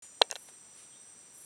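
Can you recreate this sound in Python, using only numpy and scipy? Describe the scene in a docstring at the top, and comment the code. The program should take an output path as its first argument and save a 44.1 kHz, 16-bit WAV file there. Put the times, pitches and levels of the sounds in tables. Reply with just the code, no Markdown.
"""Forest floor with insects: one holds a pure high whistle, a second stops early, a chorus shimmers
above them, and a higher pulsed rasp swells now and then. A hand-held camera's case gives one sharp
knock and a few small clicks as the grip shifts; each contact rings its body, shell and catch, and
scatters faintly off ground and trunks. Behind: soft leaf rustles, a far bird, steady air."""
import sys
import numpy as np
from scipy import signal
from scipy.fft import rfft, irfft
from scipy.io import wavfile

SR = 44100
rng = np.random.default_rng(int(sys.argv[2]) if len(sys.argv) > 2 else 0)


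def generate_wav(sig):
    """Save sig (samples, or channels by samples) to the path in sys.argv[1] as 16-bit PCM at SR."""
    pcm = np.round(np.clip(np.atleast_2d(sig).T, -1, 1) * 32767).astype(np.int16)
    wavfile.write(sys.argv[1], SR, pcm)


N = 63945
T, HZ = np.arange(N) / SR, np.fft.rfftfreq(N, 1 / SR)

# second whistler's fade (time [s], level [dB])
SECOND_FADE = [(0, -55), (.09, -57.5), (.14, -65), (.2, -68), (.3, -103.5)]
# insect chorus (centre [Hz], width [Hz], level [dB])
CHORUS_BANDS = [(8474, 240, -57), (7393, 273, -63.5)]
# rasp bursts (start [s], time to release [s], level [dB])
RASP_BURSTS = [(-.04, .09, -71), (0.296, .145, -60), (1.315, .13, -57)]
# rasp colour (frequency [Hz], relative level [dB])
RASP_SPECTRUM = [(7000, -25), (9300, -7), (10200, 0), (11300, -2), (12000, -13), (13500, -15), (16000, -25)]
# contacts on the case (time [s], thud [dB], body [dB], shell [dB], catch [dB])
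CASE_CONTACTS = [(0.2152, -8.5, -51, -35, -30), (0.2179, -49, -22, -5.5, -17),
                 (0.2383, -85, -84, -76.5, -40.5), (0.3016, -39, -46, -43, -41),
                 (0.3122, -57, -49, -41, -14), (0.3171, -35.5, -37.5, -54, -61.5),
                 (0.3262, -31.5, -39, -42, -32), (0.3555, -39, -46.5, -30, -35),
                 (0.361, -35, -40.5, -34.5, -34), (0.4873, -45.5, -58, -49.5, -73)]
# case body modes (frequency [Hz], level [dB], T60 [s])
BODY_MODES = [(425, -7.5, .036), (868, -8.5, 0.018), (1470, 2, 0.014), (1808, 0, 0.016), (2320, -16, 0.054),
              (2703, -2, 0.025)]
# stiff shell modes (frequency [Hz], level [dB], T60 [s])
SHELL_MODES = [(3250, 1, 0.0081), (3600, 4.5, 0.0034), (4094, 0.5, 0.011)]
# small catch modes (frequency [Hz], level [dB], T60 [s])
CATCH_MODES = [(5280, -5, 0.0039), (6540, 4.5, 0.0026), (9000, -9, 0.002), (10190, -12.5, 0.0051),
               (13000, -47.5, .003)]
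# ground and trunk scatter (frequency [Hz], relative level [dB])
ECHO_SPECTRUM = [(200, 0), (800, 0), (2500, -6), (4000, -17), (12000, -20)]
# leaf rustles (peak time [s], half length [s], level [dB])
LEAF_SWELLS = [(.04, 0.024, -58), (.49, 0.0085, -56), (.803, 0.033, -58)]
# rustle colour (frequency [Hz], relative level [dB])
LEAF_SPECTRUM = [(100, -13.5), (700, -9), (3000, 0.5), (7000, -3), (10300, 5.5), (12000, -21.5),
                 (16000, -18.5)]
# bird call (peak time [s], half length [s], pitch [Hz], level [dB])
BIRD_NOTES = [(.948, .016, 3250, -67), (.975, .04, 3690, -69)]
# forest air (frequency [Hz], relative level [dB])
AIR_SPECTRUM = [(25, -42.5), (60, -6), (120, 0), (300, 1), (700, -2.5), (1500, -4.5), (3500, -7),
                (6500, -8), (10300, -8.5), (11800, -25.5), (15500, -20)]


def whistle(pitch_hz, drift_hz=1.5, waver_hz=25, waver_db=0.86, fuzz_db=-15, fuzz_width_hz=260):
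    """One insect: a barely wavering tone in a faint band of noise."""
    frequency_hz = pitch_hz + drift_hz * wander(waver_hz)
    tone = np.sqrt(2) * np.sin(2 * np.pi * np.cumsum(frequency_hz) / SR)
    waver = amp(waver_db * wander(waver_hz))
    return tone * waver + amp(fuzz_db) * noise(bell(HZ, pitch_hz, fuzz_width_hz))


def whistlers(first_hz=5882, first_db=-63.5, second_hz=7070):
    """Two insects: one holds, one fades early."""
    second_db = np.interp(T, *np.transpose(SECOND_FADE))
    return amp(first_db) * whistle(first_hz) + amp(second_db) * whistle(second_hz)


def chorus(shimmer_hz=80, shimmer_db=1):
    """Many far insects merge into two shimmering noise bands."""
    return sum(amp(db + shimmer_db * wander(shimmer_hz)) * noise(bell(HZ, hz, width_hz))
               for hz, width_hz, db in CHORUS_BANDS)


def rasp(rise_s=0.068, fall_s=0.059, stroke_hz=29.98, stroke_depth=0.42):
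    """Bursts of quick, very high insect strokes that grow, hold and die away."""
    level = np.zeros(N)
    for start_s, release_s, db in RASP_BURSTS:
        t = T - start_s
        envelope = np.clip(t / rise_s, 0, 1) * np.exp(-np.maximum(t - release_s, 0) / fall_s)
        strokes = 1 + stroke_depth * np.cos(2 * np.pi * stroke_hz * t)
        level += amp(db) * envelope * strokes
    return level * noise(colour(RASP_SPECTRUM))


def case_knocks(thud_band_hz=(414, 970), low_cut_hz=198):
    """Each contact shoves the light case and rings body, shell and catch; little bass."""
    thud_filter = signal.butter(3, thud_band_hz, "band", fs=SR, output="sos")
    shove = signal.sosfilt(thud_filter, signal.unit_impulse(N))
    shove /= abs(shove).max()
    knocks = np.zeros(N)
    for start_s, thud_db, body_db, shell_db, catch_db in CASE_CONTACTS:
        t = np.maximum(T - start_s, 0)
        knocks += amp(thud_db) * np.interp(T - start_s, T, shove, left=0)
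        knocks += amp(body_db) * ring(BODY_MODES, t)
        knocks += amp(catch_db) * ring(CATCH_MODES, t)
        knocks += amp(shell_db) * (ring(SHELL_MODES, t) + crack(t))
    return signal.lfilter(*signal.butter(2, low_cut_hz, "high", fs=SR), knocks)


def ring(modes, t, rise_s=0.00022, rattle_db=-5.5, rattle_width_ratio=0.33):
    """Struck modes decay, with a loose rattle fading alongside."""
    tone = sum((-1) ** k * amp(db - 60 * t / t60_s) * np.sin(2 * np.pi * hz * t)
               for k, (hz, db, t60_s) in enumerate(modes))
    rattle = noise(sum(amp(db) * bell(HZ, hz, rattle_width_ratio * hz) for hz, db, _ in modes))
    fade = amp(-60 * t / np.mean([t60_s for _, _, t60_s in modes]))
    return (1 - np.exp(-t / rise_s)) * (tone + amp(rattle_db) * fade * rattle)


def crack(t, centre_hz=8300, width_hz=2500, peak_s=0.00089, gain_db=-16.5):
    """Crisp edge of a clack on the shell."""
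    envelope = t / peak_s * np.exp(-t / peak_s)
    return amp(gain_db) * envelope * noise(bell(HZ, centre_hz, width_hz))


def echoes(source, gain_db=-41, t60_s=0.14, rise_s=0.01):
    """Faint, dull scatter off ground and trunks."""
    tail = noise(colour(ECHO_SPECTRUM)) * amp(-60 * T / t60_s) * (1 - np.exp(-T / rise_s))
    return amp(gain_db) * signal.fftconvolve(source, tail / np.linalg.norm(tail))[:N]


def leaves():
    """Leaves rustle in brief, soft swells."""
    return sum(swell(*row) for row in LEAF_SWELLS) * noise(colour(LEAF_SPECTRUM))


def bird(blur_hz=130):
    """Two notes stepping upward, blurred by distance."""
    return sum(swell(peak_s, half_s, db) * noise(bell(HZ, hz, blur_hz))
               for peak_s, half_s, hz, db in BIRD_NOTES)


def air(level_db=-62.5):
    """Steady hush of forest air."""
    return amp(level_db) * noise(colour(AIR_SPECTRUM))


def amp(db):
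    """Decibels to gain."""
    return 10 ** (np.asarray(db) / 20)


def noise(gain):
    """Unit-rms noise with the given gain per frequency."""
    x = irfft(rfft(rng.standard_normal(N)) * gain, N)
    return x / (x.std() + 1e-20)


def wander(bandwidth_hz):
    """Unit-rms low-pass fluctuation."""
    return noise(bell(HZ, 0, bandwidth_hz))


def colour(points):
    """Gain per frequency from (frequency [Hz], level [dB]) points."""
    hz, db = np.transpose(points)
    return amp(np.interp(np.log(HZ + 1), np.log(hz), db))


def bell(x, centre, width):
    """Gaussian of height 1."""
    return np.exp(-0.5 * ((x - centre) / width) ** 2)


def swell(peak_s, half_s, db):
    """Soft envelope with long skirts."""
    return amp(db) / np.cosh(np.clip((T - peak_s) / half_s, -50, 50))


def scene():
    """All sources summed, alike in both channels."""
    knocks = case_knocks()
    insects = whistlers() + chorus() + rasp()
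    background = bird() + air() + leaves()
    mono = insects + knocks + echoes(knocks) + background
    return np.array([mono, mono])


def record(dry, start_s=0.022, fade_in_s=0.0011, cutoff_hz=16000):
    """Brief silence, fast fade-in, low-pass."""
    opened = dry * np.clip((T - start_s) / fade_in_s, 0, 1)
    low_pass = signal.firwin(511, cutoff_hz, window=("kaiser", 9), fs=SR)
    return signal.oaconvolve(opened, low_pass[None], "same")


dry = scene()
out = record(dry)
generate_wav(out)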